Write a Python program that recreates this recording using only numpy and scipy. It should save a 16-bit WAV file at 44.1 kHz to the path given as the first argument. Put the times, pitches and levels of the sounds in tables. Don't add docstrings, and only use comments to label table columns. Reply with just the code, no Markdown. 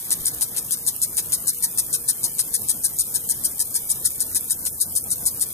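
import sys
import numpy as np
from scipy import signal
from scipy.fft import rfft, irfft, next_fast_len
from scipy.io import wavfile
from scipy.ndimage import uniform_filter1d

SR = 44100
rng = np.random.default_rng(int(sys.argv[2]) if len(sys.argv) > 2 else 0)


def bounce(signal):
    frames = np.transpose(np.atleast_2d(signal))
    limited = np.clip(frames, -1, 1)
    pcm = np.round(limited * 32767).astype(np.int16)
    wavfile.write(sys.argv[1], SR, pcm)


def magnitude_from_level(level_db):
    exponent = np.asarray(level_db, float) / 20
    return 10 ** exponent


N = 243873


def evened(x):
    return x / np.sqrt(np.mean(x ** 2) + 1e-20)


def smooth_noise(size):
    once = uniform_filter1d(rng.standard_normal(N), size=size)
    return evened(uniform_filter1d(once, size=size))


def add(mix, s, sound):
    part = mix[..., round(s * SR):][..., :sound.shape[-1]]
    part += sound[..., :part.shape[-1]]


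def curve(rows):
    s, db = np.transpose(rows)
    return magnitude_from_level(np.interp(np.arange(N) / SR, s, db)) * np.ones((2, 1))


def lean(db):
    return magnitude_from_level(np.array([[db / 2], [-db / 2]]))


def droplets(per_s, spread_db, mist):
    lands = rng.random(N) < per_s / SR
    size = magnitude_from_level(spread_db * np.minimum(rng.exponential(1, N), 5)) * lands
    clicks = evened(size) * rng.choice([-1., 1.], (2, N))
    return np.sqrt(1 - mist) * clicks + np.sqrt(mist) * rng.standard_normal((2, N))


# pitch in Hz, left minus right in dB for the spoon,
# the same in dB for the wide spray, likeness of the ports [0-1].
PORTS = [(60, -1, -1, .8), (400, 0, .5, .8), (1400, 3, 2, .5), (2050, 12, 8, .3), (2800, -3, 3, .2),
         (4100, 5, 4, .75), (5000, .5, .5, .65), (6900, -2, 1, .8), (8200, 15, 11, .9), (9000, 15, 15, .8),
         (9700, 6, 4, .95), (10400, 0, -4, .98), (11700, -1, -2, .8), (12400, 4, 5, .45),
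         (13300, 3, -2, .8), (14500, 1, -1, .6)]
# pitch in Hz, lead in radians.
LEAD = [(0, 0), (1400, 2.3), (2800, 2.5), (4800, 3.7), (6900, 6.6), (8300, 8.5), (9000, 10.4),
        (11000, 16.3), (14500, 21.9)]
EDGE_HZ = 14550


def heard(streams, envelope, spectrum, alike=1.0, wide=False):
    size = next_fast_len(N + SR // 10)
    hz = np.fft.rfftfreq(size, 1 / SR)
    f, db = np.transpose(spectrum)
    log_gain = np.interp(np.log(hz + 1), np.log(f + 1), db) * np.log(10) / 20
    mirrored = np.r_[log_gain, log_gain[-2 + size % 2:0:-1]]
    colour = np.exp(np.conj(signal.hilbert(mirrored))[:len(hz)])

    f, *columns = np.transpose(PORTS)
    spoon_db, spray_db, same = (np.interp(hz, f, c) for c in columns)
    balance_db = spray_db if wide else spoon_db
    lead = np.interp(hz, *np.transpose(LEAD))
    same = np.clip(same * alike, 0, 1)
    pair = np.array([colour, colour * magnitude_from_level(-balance_db) * np.exp(-1j * lead)])
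    pair /= np.sqrt(np.mean(abs(pair) ** 2 * (hz < EDGE_HZ)))

    left, shared, other = rfft([*(streams[0] * envelope), streams[1] * envelope[1]], size)
    right = same * shared + np.sqrt(1 - same ** 2) * other
    return irfft(pair * [left, right], size)[:, :N]


# pitch in Hz, density in dB per Hz.
HUM = [(40, -64.5), (70, -13), (110, 2.5), (170, 1), (500, -7), (1050, -9), (2000, -11.5), (4000, -48.5)]
# pitch in Hz, density in dB per Hz.
RUMBLE = [(15, -10), (30, -12.5), (60, -0.5), (78, -4.5), (100, -2.5), (200, -79)]
# time in seconds, level in dB.
DRONE = [
    (0, -68),
    (4.0, -60),
    (4.3, -52),
    (5.53, -51),
]


def distance():
    both = np.ones((2, 1))
    hum_gain = magnitude_from_level(-45.5 + 1.6 * smooth_noise(2500))
    hum = heard(rng.standard_normal((2, N)), both * hum_gain, HUM, wide=True)
    thud_db = 14 * np.exp(-((np.arange(N) / SR - 0.21) / 0.029) ** 2)
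    rumble_gain = magnitude_from_level(-54.5 + thud_db + 2.0 * smooth_noise(4000))
    rumble = heard(rng.standard_normal((2, N)), both * rumble_gain, RUMBLE, alike=.75)

    drift, fade = smooth_noise(3000), smooth_noise(3000)
    turns = np.cumsum(1 + .004 * drift) / SR
    machinery = magnitude_from_level(-60 + 4.25 * fade) * np.sin(2 * np.pi * 471.7 * turns)
    drone = curve(DRONE) * magnitude_from_level(2.2 * fade[::-1]) * np.sin(2 * np.pi * 78.2 * turns)
    return hum + rumble + machinery + drone


# pitch in Hz, density in dB per Hz.
JET = [(400, -45.5), (1000, -27.5), (3000, -17), (4000, -16.5), (6000, -18), (7500, -14.5), (8600, -4),
       (10000, -8), (12000, -7.5), (13300, -8), (14400, -6.5)]
# time in seconds, level in dB.
JET_LEVEL = [(0.0, -33), (0.65, -34), (1.31, -33), (4.28, -32.5), (4.74, -34), (5.04, -33), (5.24, -32),
             (5.53, -33.5)]


def jet():
    envelope = curve(JET_LEVEL) * magnitude_from_level(1.3 * smooth_noise(150) + 2.5)
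    return heard(droplets(2500, 3.3, .7), envelope, JET, alike=.75, wide=True)


# start in seconds, level in dB, lean to the left in dB.
DROPS = [(0.2531, -13, 5), (0.3471, -16, -6), (0.7086, -13, 16), (0.7876, -19.5, -2), (0.9634, -14.5, -4),
         (1.4587, -22.5, 0), (1.4695, -21, 17), (1.527, -27, -2), (2.3503, -17, 2.5), (2.6186, -18, -16),
         (2.6692, -25.5, 5.5), (2.967, -18, 1.5), (3.5737, -23.5, 0), (3.5815, -21, 7), (4.1046, -17, -1),
         (4.409, -14, -7), (5.0402, -19, 5), (5.3962, -16, -3), (5.501, -26, 6)]


def drops(count=24):
    envelope, t = np.zeros((2, N)), np.arange(200) / SR
    when, size, side = rng.random((count, 3)).T
    stray_db = -26 + 3.0 * (2 * size - 1)
    stray_lean_db = 13.5 * (2 * side - 1)
    strays = np.c_[when * N / SR, stray_db, stray_lean_db]
    for s, db, lean_db in [*DROPS, *strays]:
        add(envelope, s, magnitude_from_level(db - 3.0) * lean(lean_db) * np.exp(-t / 0.0015))
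    return heard(rng.standard_normal((2, N)), envelope, JET, alike=.7, wide=True)


# beat number, time in seconds.
SWING = [(0, .1057), (15, 2.384), (22, 3.4396), (35, 5.4063)]
# time in seconds, slap level in dB.
SLAP_LEVEL = [
    (0, -15),
    (1.6, -14.5),
    (2.3, -20.5),
    (3.2, -20),
    (5.5, -25.5),
]
# start in seconds, slap level in dB, splash level in dB.
BEATS = [(0.2571, -13, -19), (0.4097, -17, -18.5), (0.5638, -19, -20.5), (0.713, -16.5, -18),
         (0.865, -16.5, -16.5), (1.0166, -14, -16), (1.3213, -15.5, -16.5), (1.7749, -17.5, -16.5),
         (2.0784, -21.5, -15), (2.533, -24, -17), (2.6854, -17, -16.5), (2.8362, -19.5, -16.5),
         (2.9865, -14.5, -16.5), (3.1418, -21.5, -18), (3.290, -18, -17.5), (3.4375, -22, -18),
         (3.5927, -17, -18), (3.7425, -16.5, -18), (4.044, -23, -15.5), (4.1971, -24, -19),
         (4.3469, -19, -17), (4.4986, -19.4, -18), (4.6519, -15.5, -21), (4.8016, -22, -17),
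         (4.9522, -20, -17.5), (5.1047, -20, -18.5), (5.2546, -20, -16)]
SPLASH_DB = -17


def beats():
    number, at = np.transpose(SWING)
    s = np.interp(np.arange(number[-1] + 1), number, at)
    slap_db = np.interp(s, *np.transpose(SLAP_LEVEL))
    rows = np.c_[s, slap_db, np.full(len(s), SPLASH_DB)]
    odd = np.array(BEATS)
    nearest = abs(s - odd[:, :1]).argmin(1)
    rows[nearest] = odd
    harder_db = rows[:, 1] + 21.5
    return np.c_[rows, 0.97 + 0.0038 * harder_db, 1.26 - 0.17 * harder_db]


# pitch in Hz, level in dB, t60 in seconds.
ARM = [(921.3, -43, .1), (1503, -50.5, .08), (1673, -50, 0.042), (1923, -41.5, .1), (2296, -47, 0.088),
       (3133, -43, .09), (3950, -48.5, 0.12)]


def knocks():
    ring, t = np.zeros((2, N)), np.arange(4000) / SR
    hz, db, t60 = np.transpose(ARM)[..., None]
    rise = 1 - np.exp(-t / .004)
    for s, _, splash_db, _, _ in beats():
        share, tune, phase = rng.standard_normal((3, 2, len(ARM), 1))
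        decay = magnitude_from_level(db + 3.0 * share[0] - 60 * t / t60)
        detuned_hz = hz * (1 + 0.0087 * tune[0])
        modes = decay * np.sin(2 * np.pi * (detuned_hz * t + phase))
        add(ring, s + .008, magnitude_from_level(splash_db - SPLASH_DB) * rise * modes.sum(1))
    return heard(ring, np.ones((2, 1)), [(100, 0), (15000, 0)])


def crossing(t, sag_db_per_s, cut_db_per_s):
    rise_db = -32 * np.maximum(1 - t / .010, 0) ** 2
    sag_db = sag_db_per_s * np.maximum(t - .021, 0)
    cut_db = cut_db_per_s * np.maximum(t - .034, 0)
    return magnitude_from_level(rise_db - sag_db - cut_db)


# pitch in Hz, density in dB per Hz.
FIZZ = [(5000, -32), (7300, -17), (8300, 1.5), (9500, 1.5), (11000, -4), (12000, -14.5), (14400, -25)]
# pitch in Hz, density in dB per Hz.
SPATTER = [(250, -45), (700, -24), (1800, -7.5), (3000, -15), (4000, -0.5), (7000, -3.5), (9000, -0.5),
           (12000, -0.5), (13000, -0.5), (14400, 1)]
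# pitch in Hz, density in dB per Hz.
FLICK = [(8000, -18), (11000, 22.5), (12000, -33), (14400, -11.5)]


def splashes():
    fizz, spatter, flick = np.zeros((3, 2, N))
    for s, _, splash_db, length, lean_db in beats():
        t = np.arange(0, .060 * length, 1 / SR)
        strength = magnitude_from_level(splash_db) * lean(lean_db)
        add(fizz, s, strength * magnitude_from_level(-0.23) * crossing(t / length, 602, 2800))
        add(spatter, s, strength * magnitude_from_level(-5.5) * crossing(t / length, 379.5, 1103))
        add(flick, s, strength * magnitude_from_level(-7.0) * np.exp(-((t - .0095) / .0022) ** 2))
    sputter = magnitude_from_level(1.34 * smooth_noise(60))
    return (heard(droplets(8000, 3.0, .75), fizz * sputter, FIZZ, alike=.95)
            + heard(droplets(8000, 3.0, .8), spatter * sputter, SPATTER, alike=.9)
            + heard(droplets(8000, 3.0, .7), flick, FLICK, alike=.9))


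# pitch in Hz, density in dB per Hz.
SLAP = [(300, -52), (1000, -45), (3000, -43), (4000, -22), (6000, -24), (7500, -10.5), (8700, -5),
        (10000, -14), (12000, -20), (14400, -12)]


def slaps():
    envelope, t = np.zeros((2, N)), np.arange(400) / SR
    shape = (1 - np.exp(-t / .0003)) * np.exp(-(t / .0025) ** 2)
    for s, slap_db, _, _, lean_db in beats():
        add(envelope, s, magnitude_from_level(slap_db + 3.0) * lean(lean_db) * shape)
    return heard(droplets(9000, 2.8, 0.53), envelope, SLAP, alike=0.93)


def scene():
    return distance() + jet() + drops() + knocks() + splashes() + slaps()


# pitch in Hz, threshold in dB over the usual
GATE = [(300, -12), (700, -1.5), (1850, 3.5), (2020, 9), (2250, 3.5), (2800, 11), (3130, 5), (3350, 6.5),
        (4700, 4.5), (7000, -2), (8000, -18), (14500, -10)]
# time in seconds, dB added to the threshold.
GATE_DRIFT = [(0, -4), (.75, 0), (4.3, .5), (4.9, 4), (5.53, -1)]
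FULL_BAND = [.115, .42, .57, 1.18, 1.33, 2.39, 4.66]


def gated(x, follow=0.76, patchy_db=3.5):
    hz, t, z = signal.stft(x, SR, "cosine", nperseg=2048, noverlap=1024)
    level_db = 10 * np.log10(abs(z) ** 2 + 1e-20)
    usual_db = np.median(uniform_filter1d(level_db, size=9, axis=1), axis=2, keepdims=True)
    usual_db = .5 * usual_db + .5 * usual_db.max(0)
    moment_db = 10 * np.log10(np.mean(abs(z) ** 2, axis=1, keepdims=True) + 1e-20)
    patches = evened(uniform_filter1d(rng.standard_normal((129, len(t))), size=3, axis=1))

    limit_db = usual_db + np.interp(hz, *np.transpose(GATE))[:, None]
    limit_db = limit_db + np.interp(t, *np.transpose(GATE_DRIFT))
    limit_db += follow * (moment_db - np.median(moment_db))
    limit_db += patchy_db * np.repeat(patches, 8, axis=0)[:len(hz)]
    wide_open = abs(t[:, None] - FULL_BAND).min(1) < .014
    kept = z * ((level_db > limit_db) | wide_open)
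    return signal.istft(kept, SR, "cosine", nperseg=2048, noverlap=1024)[1][:, :N]


def roll_off(x):
    return signal.sosfilt(signal.butter(12, 15750, fs=SR, output="sos"), x)


def record(dry):
    overloaded = 1.3 * np.tanh(dry / 1.3)
    edge = signal.firwin(201, EDGE_HZ, window=("kaiser", 6), fs=SR)
    limited = signal.oaconvolve(overloaded, edge[None], "same")
    upper_middle = signal.butter(2, [5000, 7600], "band", fs=SR, output="sos")
    band = signal.sosfiltfilt(upper_middle, limited)
    fluttering = limited + .4 * np.roll(band, 256, axis=1)
    return roll_off(gated(fluttering))


dry = scene()
out = record(dry)
bounce(out)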